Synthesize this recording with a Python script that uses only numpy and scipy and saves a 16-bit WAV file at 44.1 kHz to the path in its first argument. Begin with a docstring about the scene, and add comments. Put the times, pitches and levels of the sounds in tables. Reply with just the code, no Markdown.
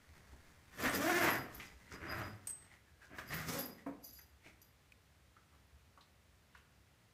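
"""A zip closes a canvas tent wall in three uneven pulls, a few metres away in a large room.
The slider trips over the teeth and the stretched canvas radiates the buzz; two metal pull tabs jingle
and clink. The handled cloth rustles and crinkles, the frame takes one soft knock, and a small dry tick
follows. Beneath are soft low thumps, probably footsteps, and rumbling ventilation."""
import sys
import numpy as np
from scipy import signal
from scipy.fft import rfft, irfft, next_fast_len
from scipy.io import wavfile
from scipy.ndimage import uniform_filter1d, map_coordinates

SR = 44100
rng = np.random.default_rng(int(sys.argv[2]) if len(sys.argv) > 2 else 0)


def digitize_waveform(pressure):
    """Quantize a signal to 16-bit integers and store it at the path in sys.argv[1].

    Rows of a 2-D input are taken as channels; values are limited to [-1, 1].
    """
    field = np.atleast_2d(pressure).T
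    bounded = np.clip(field, -1, 1)
    quanta = np.round(bounded * 32767).astype(np.int16)
    wavfile.write(sys.argv[1], SR, quanta)


N = 314433

# modes of held slider tab, second tab, free-hanging slider tab: f/Hz, level/dB, t60/s
TAB_MODES = [
    [(4924, -10.5, 0.23), (5050, -18, .04), (6360, -24, 0.1), (7000, -22, 0.12), (11600, -4.5, 0.24),
     (11620, 0.5, 0.19), (14815, -4, 0.22)],
    [(8233, -4, 0.33), (8330, -13, 0.14), (8320, -7, .1), (8570, -10, 0.098), (9160, -12.5, 0.12),
     (11200, -24, 0.15)],
    [(4854, -4.5, 0.32), (5835, -12, .09), (6240, -12, .14), (6990, -12, .14), (10100, -13, 0.072),
     (11500, -0.5, 0.19), (12800, -15, .06), (14760, -8, 0.24)],
]
# slack canvas panel response: f/Hz, level/dB
SLACK_PANEL = [(32, -21), (60, 3), (110, -0.5), (165, 0), (270, 2), (330, -1), (450, -9), (800, -10),
               (2000, -34.5), (4000, -73)]
# tooth rasp spectrum: f/Hz, level/dB
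RASP_SPECTRUM = [(2200, -30.5), (3300, -6), (4300, -5), (6000, -2), (10400, -10), (12500, -11.5),
                 (15500, -8.5)]
TUG_RISE_DB_PER_S, RASP_FALL_DB_PER_S = 381, 236
SHAKE_HOLD_S, SHAKE_RISE_DB_PER_S = 0.0048, 901


def amp(db):
    """Decibels to gain."""
    return 10 ** (np.asarray(db) / 20)


def unit(x):
    """Scale to rms 1."""
    return x / np.sqrt(np.mean(x ** 2) + 1e-20)


def along(points, hz):
    """Interpolate (f/Hz, value) points over log frequency."""
    f, v = np.transpose(points)
    return np.interp(np.log(hz + 1), np.log(f + 1), v)


def wobble(rate_hz):
    """Smooth random curve, knots at rate_hz."""
    knots = rng.standard_normal(int(N * rate_hz / SR) + 4)
    return map_coordinates(knots, [np.arange(N) * rate_hz / SR])


def colour(x, spectrum):
    """Minimum-phase filter from (f/Hz, level/dB) points."""
    m = 2 * next_fast_len(len(x))
    cepstrum = irfft(np.log(amp(along(spectrum, np.fft.rfftfreq(m, 1 / SR)))), m)
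    cepstrum[1:m // 2] *= 2
    cepstrum[m // 2 + 1:] = 0
    return irfft(rfft(x, m) * np.exp(rfft(cepstrum)), m)[:len(x)]


def noise(n, spectrum):
    """Coloured noise, rms 1."""
    return unit(colour(rng.standard_normal(n), spectrum))


def fade(t, t60_s):
    """Free decay, 60 dB down at t60_s."""
    return np.exp(-np.log(1000) * t / t60_s)


def swell(start_s, hold_s, rise_db_per_s, fall_db_per_s):
    """Gesture envelope: 1 from start_s for hold_s, flanks linear in dB."""
    corners_s = [start_s - 1, start_s, start_s + hold_s, start_s + hold_s + 1]
    return amp(np.interp(np.arange(N) / SR, corners_s, [-rise_db_per_s, 0, 0, -fall_db_per_s]))


def ring(modes, t, scatter_db):
    """Damped modes struck at randomised levels."""
    return sum(amp(db + scatter_db * rng.normal()) * fade(t, t60_s) * np.sin(2 * np.pi * hz * t)
               for hz, db, t60_s in modes)


def add(track, start_s, sound):
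    """Mix sound into track at start_s."""
    part = track[round(start_s * SR):][:len(sound)]
    part += sound[:len(part)]


def grains(rate_hz, spread_db):
    """Random tiny contacts of uneven size, rms 1."""
    impulses = (rng.random(N) < rate_hz / SR) * rng.choice([-1, 1], N)
    return unit(impulses * amp(spread_db * np.clip(rng.standard_normal(N), -2, 2)))


def chatter(modes, rate_hz, damping_t60_s):
    """Modes with extra damping, kept ringing by random light contacts; rms 1."""
    out, t = np.zeros(N), np.arange(SR // 4) / SR
    contacts = rng.random(N) < rate_hz / SR
    for mode in modes:
        strikes = contacts * rng.standard_normal(N)
        out += signal.oaconvolve(strikes, ring([mode], t, 0) * fade(t, damping_t60_s))[:N]
    return unit(out)


def ventilation(level_db=-68):
    """Steady low rumble under faint hiss."""
    # moving air: f/Hz, level/dB
    air_spectrum = [(20, -46), (41, -25.5), (64, -3.5), (259, -21.5), (400, -23.5), (1000, -26.7),
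                    (2050, -26.5), (2300, -28.5), (15400, -42)]
    return amp(level_db) * noise(N, air_spectrum)


def rustle(rustle_db=-9, scuff_db=-1.5, clump_db=2, loose_db=-57.5, loose_until_s=2.65):
    """Canvas rubs in clumps of fine grains; cloth and moving slider add short scuffs near 2 kHz."""
    # scuffs and scrapes of canvas and slider: t/s, level/dB, f/Hz
    scrapes = [(.74, -62.5, 1790), (.86, -45, 1840), (1.61, -58.5, 2380), (1.66, -63, 2017),
               (1.88, -65, 2002), (2.18, -50.5, 1780), (2.717, -60.5, 2020), (2.88, -69, 1780),
               (3.024, -60.5, 1630), (3.325, -46, 1970), (3.39, -47.5, 2005), (3.785, -63, 1997),
               (4.465, -60.5, 2220), (5.535, -70.5, 1300), (6.565, -68.5, 2840)]
    # scuff spectrum: multiple of scuff f, level/dB
    scuff_shape = [(.3, -21.5), (.8, -14), (1, -2), (1.25, -18.5), (3, -27.5), (8, -41)]
    # rubbing cloth: f/Hz, level/dB
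    cloth_spectrum = [(150, 5.5), (400, -5), (1400, -4), (2000, -2), (3000, -13.5), (6000, -14),
                      (15000, -23.5)]
    flanks_db_per_s = 400, 340
    fibres = grains(rate_hz=1500, spread_db=2.5)
    rubbing = amp(loose_db) * swell(0, loose_until_s, *flanks_db_per_s)  # until the zip holds the wall
    scuffs = np.zeros(N)
    for s, db, hz in scrapes:
        stroke = amp(db) * swell(s, 0.015, *flanks_db_per_s)
        rubbing = np.maximum(rubbing, stroke)
        near = slice(round(s * SR) - SR // 5, round(s * SR) + SR // 4)
        scuffs[near] += stroke[near] * unit(colour(fibres[near], np.array(scuff_shape) * [hz, 1]))
    cloth = rubbing * unit(colour(fibres, cloth_spectrum))
    return amp(clump_db * wobble(22.11)) * (amp(rustle_db) * cloth + amp(scuff_db) * scuffs)


def thumps(centre_hz=72.6, sigma_s=0.018):
    """Soft low thumps, probably footsteps."""
    # thumps: t/s, level/dB
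    thump_events = [(.115, -55.5), (.336, -54), (1.58, -51.5), (1.76, -55), (2.935, -58.5), (5.755, -60)]
    out, t = np.zeros(N), np.arange(N) / SR
    for s, db in thump_events:
        hz = centre_hz * np.exp(0.12 * rng.normal())
        envelope = np.exp(-((t - s) / sigma_s) ** 2 / 2)
        out += amp(db) * envelope * np.sin(2 * np.pi * (hz * (t - s) + rng.random()))
    return out


def crinkles(snap_db=-10, flap_db=-13, rise_s=0.0017, t60_s=0.13):
    """A crease gives way: papery snap, short crack, low flap."""
    # creases: t/s, level/dB, centre f/Hz, flap offset/dB
    creases = [(.331, -56.5, 885, 13), (1.598, -37, 2150, -30), (1.917, -39, 1550, -10),
               (3.184, -32.5, 1640, -28), (4.188, -49, 1773, -7), (4.46, -51, 2240, 8.5),
               (5.365, -51, 1370, -9), (5.975, -49, 1100, -2.5), (6.008, -52, 3980, -4),
               (6.548, -47.5, 1500, -24)]
    out, t = np.zeros(N), np.arange(SR // 4) / SR
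    for s, db, hz, offset_db in creases:
        spectrum = [(hz * 0.39, -18), (hz * 0.86, -6), (hz, 0), (hz * 1.19, -7),
                    (hz * 1.73, -20), (hz * 3, -27), (16000, -46)]
        snap = noise(len(t), spectrum) * fade(t, t60_s)
        crack = colour(rng.standard_normal(len(t)) * fade(t, 0.031), spectrum)
        flap = noise(len(t), SLACK_PANEL) * fade(t, t60_s)
        pop = amp(snap_db) * snap + crack / np.abs(crack).max() + amp(flap_db + offset_db) * flap
        add(out, s, amp(db) * pop * (1 - np.exp(-t / rise_s)))
    return out


def tooth_rate_hz():
    """Teeth passing the slider per second, at each sample."""
    # slider speed, one list per pull: t/s, tooth rate/Hz
    pulls = [
        [(.78, 190), (.83, 215), (.865, 260), (.96, 300), (1.01, 274), (1.045, 312), (1.1, 368), (1.135, 338),
         (1.18, 362), (1.22, 330), (1.3, 295), (1.38, 140), (1.54, 72)],
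        [(1.9, 73), (2.1, 86), (2.18, 119), (2.27, 106), (2.38, 92)],
        [(3.1, 95), (3.27, 120), (3.39, 172), (3.478, 155), (3.495, 254), (3.54, 260), (3.58, 284), (3.76, 177)],
    ]
    return np.interp(np.arange(N) / SR, *np.concatenate(pulls).T)


def tugging(thrum_fall_db_per_s=120, buzz_fall_db_per_s=157):
    """Zip gains and roughness: the strongest tug leads; as the hand eases, the highs go first."""
    # tugs within the pulls: t/s, hold/s, thrum/dB, buzz/dB, rasp/dB, roughness
    tugs = [(0.808, 0.021, -40.5, -39.5, -48, 0.74), (0.849, 0.018, -41.5, -33.5, -46.5, 0.64),
            (0.937, 0.045, -40, -41.5, -45.5, 0.67), (1.019, 0.055, -43, -39, -46, 0.41),
            (1.073, 0.14, -43, -36.5, -45, 0.4), (1.219, 0.031, -34, -30, -42, 0.83),
            (1.273, 0.014, -36, -31, -46.5, 0.79), (1.334, 0.022, -42.5, -48, -53, 1.06),
            (1.45, 0.028, -55, -53.5, -94, 0.98), (1.542, 0.018, -58, -58, -60, 0.8),
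            (1.928, .012, -51.5, -54.5, -71, 1.04), (2.021, 0.051, -48.5, -50, -72, .9),
            (2.095, 0.075, -49, -44.5, -70, .75), (2.155, 0.058, -49, -44.5, -61.5, 0.55),
            (2.26, 0.0084, -53, -52, -67, 0.64), (3.133, 0.025, -56, -55, -82, 0.83),
            (3.186, 0.021, -52.5, -53, -61, 0.88), (3.314, 0.12, -50, -49, -55.5, 0.6),
            (3.494, 0.085, -43.5, -47.5, -46, 0.77)]
    thrum, buzz, rasp, weight, rough = np.zeros((5, N))
    for s, hold_s, thrum_db, buzz_db, rasp_db, roughness in tugs:
        force = amp(buzz_db) * swell(s, hold_s, TUG_RISE_DB_PER_S, buzz_fall_db_per_s)
        low = amp(thrum_db) * swell(s, hold_s, TUG_RISE_DB_PER_S, thrum_fall_db_per_s)
        high = amp(rasp_db) * swell(s, hold_s, 0.83 * TUG_RISE_DB_PER_S, RASP_FALL_DB_PER_S)
        thrum, buzz, rasp = np.maximum(thrum, low), np.maximum(buzz, force), np.maximum(rasp, high)
        weight += force ** 2
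        rough += roughness * force ** 2
    return thrum, buzz, rasp, np.clip(rough / weight, 0, 1)


def zipper(thrum_gain, buzz_gain, rasp_gain, rough, jitter=0.09, tooth_spread_db=1.5, scrape_db=7):
    """Each tooth drives the canvas with a tick and a short scrape."""
    # taut panel response: f/Hz, level/dB
    taut_panel = [(50, -16.5), (100, -4), (270, 2), (550, -0.5), (1300, -9.5), (6500, -69.5)]
    # canvas buzz: f/Hz, level/dB
    buzz_spectrum = [(200, -33.5), (450, -12.5), (620, 4), (740, 3.5), (830, -2), (1250, 1.5), (1800, 1),
                     (2200, -4), (2900, -13), (9000, -66)]
    rate_hz = tooth_rate_hz()
    travel = np.cumsum(rate_hz * (1 + jitter * rough * wobble(130))) / SR
    tooth = travel.astype(int)
    size = amp(tooth_spread_db * rough * rng.standard_normal(N)[tooth])
    ticks = unit(np.diff(tooth, prepend=0) * size / np.sqrt(rate_hz))
    scrape = unit(size * np.exp(-(travel % 1) / 2.2) * rng.standard_normal(N))
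    friction = amp(scrape_db) * rough
    drive = (ticks + friction * scrape) / np.hypot(1, friction)
    drive -= uniform_filter1d(drive, size=SR // 50)  # steady push is silent
    taut = np.clip((rate_hz - 130) / 130, 0, 1)  # a fast pull tightens the panel
    thrum = (1 - taut) * unit(colour(drive, SLACK_PANEL)) + taut * unit(colour(drive, taut_panel))
    buzz = unit(colour(drive, buzz_spectrum))
    rasp = unit(colour(0.18 * ticks + scrape, RASP_SPECTRUM))
    snag = amp(1.52 * wobble(45))  # slider catches and frees itself
    return snag * (amp(-1) * thrum_gain * thrum + buzz_gain * buzz + amp(-1) * rasp_gain * rasp)


def jingle(rasp_gain, teeth_db=-8, jingle_db=-3, scratch_db=-11, swing_db=1.5):
    """The held tab chatters on the slider, which damps it; gentle shaking favours its lowest modes."""
    # shakes of the tab: t/s, bright jingle/dB, low ring/dB
    shakes = [(.829, -39, -60), (.953, -42, -48), (1.3, -37.5, -51), (1.385, -52.5, -61), (1.667, -74, -67),
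              (1.94, -72, -65), (2.072, -72, -61), (2.1, -53.5, -54), (2.185, -53.5, -70), (2.24, -64, -60),
              (2.29, -65.5, -65.5), (3.285, -61, -57), (3.385, -54.5, -56), (3.6, -40.5, -51),
              (3.7, -66, -64)]
    bright_gain, low_gain = amp(teeth_db) * rasp_gain, np.zeros(N)  # passing teeth keep it trembling
    for s, bright_db, low_db in shakes:
        burst = swell(s, SHAKE_HOLD_S, SHAKE_RISE_DB_PER_S, fall_db_per_s=231)
        bright_gain = np.maximum(bright_gain, amp(bright_db) * burst)
        low_gain = np.maximum(low_gain, amp(low_db) * burst)
    bright = chatter(TAB_MODES[0], rate_hz=400, damping_t60_s=0.06)
    bright += amp(scratch_db) * unit(colour(grains(rate_hz=260, spread_db=3.5), RASP_SPECTRUM))
    low = chatter(TAB_MODES[0][:2], rate_hz=500, damping_t60_s=0.16)
    return amp(swing_db * wobble(25)) * (amp(jingle_db) * bright_gain * bright + low_gain * low)


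def drone(trim_db=-0.5, jitter=0.024, flutter_db=3, scatter_rad=0.5):
    """In a smooth glide the whole panel flexes at the tooth rate; overtones grow with speed."""
    # smooth glides: t/s, hold/s, fundamental/dB, octave offset/dB
    glides = [(.835, .035, -52, 5), (1, .03, -41, -9), (1.04, .075, -43.5, 2), (1.155, .03, -42, -6),
              (2.17, .1, -49, -8), (3.315, .12, -48, -18), (3.497, .02, -46, -16), (3.555, .025, -46.5, -4)]
    # panel overtones at top speed: harmonic number, level/dB
    overtones = [(3, -10), (4, 0.5), (5, -1), (6, -4.5), (7, -10)]
    rate_hz = tooth_rate_hz()
    phase = 2 * np.pi * np.cumsum(rate_hz * (1 + jitter * wobble(90))) / SR
    low_gain, octave_gain = np.zeros((2, N))
    for s, hold_s, db, octave_db in glides:
        gain = amp(db) * swell(s, hold_s, TUG_RISE_DB_PER_S, RASP_FALL_DB_PER_S)
        low_gain = np.maximum(low_gain, gain)
        octave_gain = np.maximum(octave_gain, amp(octave_db) * gain)

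    def partial(k):
        flutter = np.sqrt(2) * amp(flutter_db * wobble(90))
        return flutter * np.sin(k * phase + scatter_rad * wobble(140) + rng.uniform(0, 2 * np.pi))

    upper = sum(amp(db) * partial(k) for k, db in overtones) * (rate_hz / rate_hz.max()) ** 4
    return amp(trim_db) * (low_gain * (partial(1) + upper) + octave_gain * partial(2))


def clinks(ring_db=-11, waver_db=3):
    """A tab strikes the slider: bright crack, then a free ring that wavers as the tab swings."""
    # strikes: t/s, level/dB, row of TAB_MODES, lowest-mode offset/dB
    strikes = [(0.896, -33.5, 1, -5), (.95, -42, 0, 9), (1.232, -31, 0, -14), (1.548, -41.5, 0, -7),
               (2.472, -27.5, 1, -1.5), (2.498, -32, 1, -2), (3.337, -35.5, 0, 0), (3.589, -33, 0, 4),
               (4.041, -41.5, 2, -3), (4.179, -51, 2, -8), (4.617, -48, 2, -8.5)]
    # contact hardness per row of TAB_MODES: level/dB
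    crack_db = [-18, -15, -18]
    crack_spectrum = [(1500, -7.5), (4000, -13), (6000, -2), (8500, -0.5), (15000, -4)]
    out, t = np.zeros(N), np.arange(SR // 2) / SR
    for s, db, tab, offset_db in strikes:
        modes = np.array(TAB_MODES[tab], float)
        modes[0, 1] += offset_db
        crack = noise(len(t), crack_spectrum) * fade(t, 0.074)
        waver = amp(waver_db * wobble(155)[:len(t)])
        tone = ring(modes, t, scatter_db=2)
        add(out, s, amp(db) * (amp(ring_db) * waver * tone + amp(crack_db[tab]) * crack))
    return out


def nudges():
    """A few teeth scratch through the slider as the hand changes grip."""
    # slider jostles: t/s, level/dB
    jostles = [(1.6, -64), (1.655, -63.5), (1.925, -59), (3.055, -70)]
    gain = sum(amp(db) * swell(s, SHAKE_HOLD_S, SHAKE_RISE_DB_PER_S, 400) for s, db in jostles)
    spectrum = [(2000, -28), (5500, 4), (7200, 0), (10000, -13)]
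    return gain * unit(colour(grains(rate_hz=630, spread_db=4), spectrum))


def frame_knock(start_s=3.863, ring_db=-33, slap_db=-48, flap_db=-47, smother_s=0.088):
    """A padded knock rings the frame and slaps the canvas, which smothers the ring and flaps on."""
    # modes of the canvas-covered frame: f/Hz, level/dB, t60/s
    frame_modes = [(240, -11, .1), (278, -5.5, 0.21), (517, -13.5, 0.14), (684, -12, 0.16),
                   (1025, -4, 0.036), (1287, -21, 0.11), (1826, -12, 0.03)]
    slap_spectrum = [(100, -20), (260, -3), (660, -3.5), (800, -13),
                     (1000, 2), (1150, -9), (2100, -14), (3500, -35.5)]
    flap_spectrum = [(60, -12), (190, 0.5), (290, 0), (380, -10), (680, -9), (2500, -37), (5000, -65)]
    out, t = np.zeros(N), np.arange(SR // 2) / SR
    slap = noise(len(t), slap_spectrum) * fade(t, 0.27)
    flap = noise(len(t), flap_spectrum) * fade(t, 0.46) * (1 - np.exp(-t / 0.027))
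    tone = ring(frame_modes, t, scatter_db=1) * np.exp(-(t / smother_s) ** 4)
    knock = amp(ring_db) * tone + amp(slap_db) * slap + amp(flap_db) * flap
    add(out, start_s, knock * (1 - np.exp(-t / 0.0019)))
    return out


def dangle(start_s=4.043, hold_s=0.16, level_db=-57, loss_db_per_s=35):
    """The released tab clatters on the slider, ever more weakly, and comes to rest."""
    loss = amp(-loss_db_per_s * np.maximum(np.arange(N) / SR - start_s, 0))
    gain = amp(level_db) * loss * swell(start_s, hold_s, SHAKE_RISE_DB_PER_S, fall_db_per_s=170)
    return gain * chatter(TAB_MODES[2], rate_hz=1200, damping_t60_s=0.025)


def tick(start_s=4.921, level_db=-46, t60_s=0.018):
    """One small dry tick."""
    out, t = np.zeros(N), np.arange(SR // 8) / SR
    plastic = [(1000, -31), (1900, -5), (2500, 12), (3200, -15), (14000, -24)]
    add(out, start_s, amp(level_db) * noise(len(t), plastic) * fade(t, t60_s))
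    return out


def room(x, wet_db, segments=24):
    """Direct sound plus crossfaded diffuse tails that change as the source moves; power is kept."""
    # room decay: f/Hz, t60/s
    decay_times = [(100, 0.57), (400, 0.68), (2000, 0.43), (14000, 0.3)]
    wet, hop = np.zeros(N), N // segments
    for centre in range(0, N + hop, hop):
        span = np.arange(max(centre - hop, 0), min(centre + hop, N))
        hz, t, bins = signal.stft(rng.standard_normal(SR // 2), SR, nperseg=256)
        tail = signal.istft(bins * fade(t, along(decay_times, hz)[:, None]), SR, nperseg=256)[1]
        if len(span):
            share = np.cos(np.pi / 2 * (span - centre) / hop)
            add(wet, span[0] / SR, signal.fftconvolve(x[span] * share, tail / np.linalg.norm(tail)))
    return (x + amp(wet_db) * wet) / np.sqrt(1 + amp(2 * wet_db))


def scene():
    """Mono mix: the sliding zip is the most reverberant; single contacts stand out more."""
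    thrum_gain, buzz_gain, rasp_gain, rough = tugging()
    sliding = room(zipper(thrum_gain, buzz_gain, rasp_gain, rough) + drone(), wet_db=-5.5)
    contacts = room(clinks() + frame_knock() + jingle(rasp_gain) + dangle() + nudges(), wet_db=-10)
    cloth = room(rustle() + crinkles(), wet_db=-7)
    return (sliding + contacts + cloth + thumps() + tick() + ventilation())[None]


def record(dry):
    """Brick-wall low-pass."""
    cutoff_hz = 15550
    m = next_fast_len(N + SR // 2)
    return irfft(rfft(dry, m) * (np.fft.rfftfreq(m, 1 / SR) < cutoff_hz), m)[..., :N]


dry = scene()
out = record(dry)
digitize_waveform(out)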